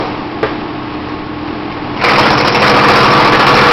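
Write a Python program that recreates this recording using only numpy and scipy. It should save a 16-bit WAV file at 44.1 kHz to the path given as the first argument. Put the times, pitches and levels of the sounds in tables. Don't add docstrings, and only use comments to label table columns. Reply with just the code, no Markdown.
import sys
import numpy as np
from scipy import signal
from scipy.fft import rfft, irfft, next_fast_len
from scipy.io import wavfile
from scipy.ndimage import uniform_filter1d, map_coordinates

SR = 44100
rng = np.random.default_rng(int(sys.argv[2]) if len(sys.argv) > 2 else 0)


def transcribe(signal):
    frames = np.atleast_2d(signal).T
    limited = np.clip(frames, -1, 1)
    pcm = np.round(limited * 32767).astype(np.int16)
    wavfile.write(sys.argv[1], SR, pcm)


N = 164052
TIME = np.arange(N) / SR

DISC_HZ = 13.75
TURN_SAMPLES = round(SR / DISC_HZ)
KNIFE_LAG_S = [0, 0.0218, 0.0469]
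# [f/Hz, relative level per Hz/dB]
SPLINTER = [(60, -25), (300, -6), (700, -1.5), (1000, 1.5), (1800, -4), (2400, -1), (3300, -14.5),
            (4200, -11), (5200, -11), (6500, -17)]
# [f/Hz, relative level per Hz/dB]
JUDDER = [(25, -13), (78, -19), (105, -3), (140, -6), (175, -7.5), (220, -4), (330, -3), (560, -8),
          (900, -4), (1600, -21.5), (4000, -27.5)]
# [t/s, judder level/dB, housing ring level/dB, spout boom level/dB]
LOAD = [(1.92, -31, -48.5, -57), (2.0, -27.5, -34.5, -35), (2.08, -16, -15.5, -21), (2.17, -12, -13, -17),
        (2.32, -13.5, -20.5, -24), (2.52, -15.5, -18.5, -26), (2.75, -10.5, -10.5, -14),
        (3.0, -11, -8.5, -20), (3.2, -9.5, -11, -17), (3.42, -13.5, -6.5, -21), (3.53, -9, -7, -14),
        (3.7, -12, -5, -15)]


def amp(db):
    return 10 ** (np.asarray(db) / 20)


def unit(x):
    return x / np.sqrt(np.mean(x ** 2) + 1e-20)


def filtered(x, response):
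    m = next_fast_len(N + SR // 2)
    return irfft(rfft(x, m) * response(np.fft.rfftfreq(m, 1 / SR)), m)[:N]


def coloured(x, points):
    f, db = np.transpose(points)

    def response(hz):
        bass_cut = hz / (hz + 10)
        return amp(np.interp(np.log(hz + 1), np.log(f), db)) * bass_cut
    return unit(filtered(x, response))


def gains(rows):
    s, *columns = np.transpose(rows)
    return [amp(np.interp(TIME, s, db, left=-np.inf)) for db in columns]


def wobble(rate):
    knots = rng.standard_normal(int(N * rate / SR) + 4)
    return map_coordinates(knots, [TIME * rate])


def turning_noise(repeat):
    phases = 2 * np.pi * rng.random(TURN_SAMPLES // 2 + 1)
    turn = unit(irfft(np.exp(1j * phases), TURN_SAMPLES))
    return np.sqrt(repeat) * np.resize(turn, N) + np.sqrt(1 - repeat) * rng.standard_normal(N)


def strokes():
    # [t/s, first knife relative level/dB, second knife relative level/dB,
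    # third knife relative level/dB]
    bite = [(1.93, -23.5, -37, -31), (2.005, -18, -17.5, -16), (2.04, -1.5, -7, -8), (2.12, -3.5, -5, -2.5),
            (2.2, -2.5, -10.5, -5.5), (2.28, -5.5, -12.5, -4.5), (2.5, -8.5, -13, -11.5),
            (2.559, -8, -14.5, -11), (2.641, 1, -4, -7), (2.8, -6.5, -13.5, -7.5),
            (2.899, -4.5, -3.5, -0.5), (3.07, -3, -8, -8), (3.2, -4, -10, -7), (3.421, -14, -15, -4),
            (3.48, -3, -10.5, -4.5), (3.7, -7.5, -6.5, -8.5)]
    bite_phase_s = 2.0355
    attack_s, hold_s, release_s, scatter_db = 0.0064, 0.0077, 0.018, 1.5
    snap_db, snap_s, snap_width_s = -4, 0.0038, .002
    tear_db, tear_hz = 1, 258

    power = np.zeros(N)
    for lag, depth in zip(KNIFE_LAG_S, gains(bite)):
        since = TIME - bite_phase_s - lag
        age = since % (1 / DISC_HZ)
        turn = (since * DISC_HZ // 1).astype(int)
        rise = np.minimum(age / attack_s, 1)
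        release = np.exp(-np.maximum(age - attack_s - hold_s, 0) / release_s)
        snap = amp(snap_db) * np.exp(-((age - snap_s) / snap_width_s) ** 2)
        scatter = amp(scatter_db * rng.standard_normal(size=64)[turn])
        power += (depth * (rise * release + snap) * scatter) ** 2
    tearing = np.resize(wobble(tear_hz)[:TURN_SAMPLES], N)
    return np.sqrt(power) * amp(tear_db * tearing)


def splinters():
    repeat, crackle, patchy_db = 0.16, .45, 2.5
    crackling = turning_noise(repeat) * np.exp(crackle * wobble(900))
    z = signal.stft(crackling, nperseg=256)[2]
    patches = uniform_filter1d(rng.standard_normal(z.shape), size=4, axis=0)
    patches = unit(uniform_filter1d(patches, size=8, axis=1))
    patchy = signal.istft(z * amp(patchy_db * patches), nperseg=256)[1][:N]
    return coloured(patchy, SPLINTER)


def cutting():
    # [f/Hz, width/Hz, relative level/dB]
    housing = [(472, 24, -6.5), (646, 30, -7), (830, 37, -7.5), (895, 73, -12), (1025, 20, -2),
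               (1150, 54, 2), (1235, 41, -1), (1349, 48, -6.5), (1447, 50, -18), (1697, 48, -8.5),
               (2322, 40, -9.5)]
    multiples = [10, 11, 15, 20, 22, 24, 33]
    multiples_db = [-13, -14, -12.5, -14, -15, -15, -16]
    splinter_db, judder_repeat, ring_repeat = -2.5, 0.68, 0.11

    cut = strokes()
    beat = cut / (uniform_filter1d(cut, TURN_SAMPLES) + 1e-4)
    cutting_rms = np.sqrt(np.mean(cut > 0))
    judder_gain, ring_gain, _ = gains(LOAD)
    judder = coloured(beat * turning_noise(judder_repeat), JUDDER) * cutting_rms

    orders = np.zeros(N)
    for k, db in zip(multiples, multiples_db):
        phase = 2 * np.pi * (k * DISC_HZ * TIME + rng.random()) + 0.21 * wobble(6)
        orders += amp(db) * np.sin(phase)

    def steel(f):
        return sum(amp(db) * 1j * f * w / (c * c - f * f + 1j * f * w) for c, w, db in housing)
    ring = unit(filtered(beat * turning_noise(ring_repeat), steel)) * cutting_rms
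    return amp(splinter_db) * cut * splinters() + judder_gain * (judder + orders) + ring_gain * ring


def spout():
    boom_hz, wander_rad, surge_db = 487, .8, 2
    boom_gain = gains(LOAD)[2]
    tone = np.sin(2 * np.pi * boom_hz * TIME + wander_rad * wobble(25))
    return boom_gain * unit(amp(surge_db * wobble(25.03)) * tone)


def squeaks():
    # [t/s, f/Hz, rms level at the swell's top/dB]
    squeals = [(2.24, 3120, -15), (2.335, 5450, -17.5), (2.39, 5450, -18), (2.41, 5350, -25),
               (2.46, 5400, -20.5), (2.482, 5400, -16.5), (2.53, 5400, -19.5), (2.556, 5450, -15),
               (2.608, 5500, -21), (2.68, 5350, -18), (2.70, 5450, -18), (2.97, 5200, -14.5),
               (3.047, 5500, -16.5), (3.12, 5400, -17), (3.49, 5400, -16), (3.556, 5500, -15)]
    width_s, rough_rad = .01, 1.1
    out = np.zeros(N)
    for s, hz, db in squeals:
        swell = np.exp(-((TIME - s) / width_s) ** 2)
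        out += amp(db) * swell * np.sin(2 * np.pi * hz * TIME + rough_rad * wobble(900))
    return np.sqrt(2) * out


def knock():
    # [f/Hz, relative level/dB, t60/s]
    modes = [(430, -1, .1), (509, -2, .1), (651, 2.5, .12), (681, -3.5, .12), (830, -2, .14),
             (1192, 2, .12), (1600, -5.5, 0.25), (1870, -11.5, 0.3), (1950, -7, 0.15), (3241, -15.5, .12)]
    # [f/Hz, relative level per Hz/dB]
    loose_sheet = [(300, -0.5), (700, -6), (1200, 3.5), (2000, -1), (2600, -6.5), (5500, -18)]
    # [f/Hz, relative level per Hz/dB]
    crack_colour = [(150, -7), (450, 13), (2000, -21), (3000, -21), (5500, -25)]
    knock_s, ring_db = .4295, -13
    crack_db, crack_t60 = -7, 0.11
    clatter_db, clatter_t60 = -17.5, 0.44
    contact_db, contact_decay_s = -11, .0025

    def noise(colour):
        return coloured(rng.standard_normal(N), colour)

    t = np.maximum(TIME - knock_s, 0)
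    ring = sum(amp(db - 60 * t / t60) * np.sin(2 * np.pi * (hz * t + rng.random())) for hz, db, t60 in modes)
    crack = amp(crack_db - 60 * t / crack_t60) * noise(crack_colour)
    clatter = amp(clatter_db - 60 * t / clatter_t60) * noise(loose_sheet)
    contact = amp(contact_db) * np.exp(-t / contact_decay_s) * noise(SPLINTER)
    return (t > 0) * (amp(ring_db) * ring + contact + crack + clatter)


def chips():
    # [t/s, level/dB]
    strays = [(.935, -31), (1.085, -27), (1.475, -26), (1.715, -25)]
    stray_decay_s = .022
    graze_s, graze_db, graze_decay_s = 2.012, -14, .03
    clear_db, clear_judder_db, clear_db_per_s = -27.5, -14, 80.5

    def burst(s, db, decay_s):
        return amp(db) * (TIME > s) * np.exp(-abs(TIME - s) / decay_s)

    fade = amp(-clear_db_per_s * TIME)
    rattle = sum(burst(s, db, stray_decay_s) for s, db in strays)
    rattle = rattle + burst(graze_s, graze_db, graze_decay_s)
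    last_judder = amp(clear_judder_db) * fade * coloured(rng.standard_normal(N), JUDDER)
    return (amp(clear_db) * fade + rattle) * splinters() + last_judder


def idling():
    # [f/Hz, relative level per Hz/dB]
    air_colour = [(25, -2), (55, -9), (125, -1.5), (150, -4.5), (215, 0.5), (330, 0.5), (460, -2.5),
                  (540, -8.5), (640, -6.5), (820, -2), (1000, -6), (1100, -5), (1500, -12), (2700, -15),
                  (3500, -20.5), (5200, -25), (6500, -35.5)]
    # [f/Hz, rms level/dB]
    hum_tones = [(83, -39.5), (124, -37), (300.3, -26.5), (331, -34), (414.5, -44.5), (861, -41.5),
                 (1093, -36)]
    air_db, air_repeat, air_pulse = -22.5, 0.35, 0.11
    waver_db, drift_rad = 1, 0.17

    knife_hz = len(KNIFE_LAG_S) * DISC_HZ
    fanning = 1 + air_pulse * np.sin(2 * np.pi * knife_hz * TIME)
    air_gain = amp(air_db + 0.63 * wobble(8.05))
    air = air_gain * fanning * coloured(turning_noise(air_repeat), air_colour)
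    hum = np.zeros(N)
    for hz, db in hum_tones:
        tone = np.sin(2 * np.pi * hz * TIME + drift_rad * wobble(12))
        hum += amp(db + waver_db * wobble(5.2)) * tone
    return air + np.sqrt(2) * hum


def yard(x):
    t60 = 0.27
    t = TIME[:SR // 2]
    tail = rng.standard_normal(len(t)) * amp(-60 * t / t60) * (t > .008)
    return signal.fftconvolve(x, tail / np.linalg.norm(tail))[:N]


def scene():
    yard_db = -10.5
    wood = cutting() + spout() + squeaks() + knock() + chips()
    return (idling() + wood + amp(yard_db) * yard(wood))[None]


def clipped(x, top, hardness):
    return x / (1 + abs(x / top) ** hardness) ** (1 / hardness)


def record(dry):
    overload, ceiling = 0.67, 0.66
    band_hz, band_order, top_hz = 5418, 22.2, 15800

    def band(hz):
        return 1 / np.sqrt(1 + (hz / band_hz) ** (2 * band_order))

    heard = filtered(dry[0], lambda hz: hz < 6300)
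    narrow = filtered(clipped(heard, overload, hardness=6.8), band)
    return filtered(clipped(narrow, ceiling, hardness=78), lambda hz: hz < top_hz)[None]


dry = scene()
out = record(dry)
transcribe(out)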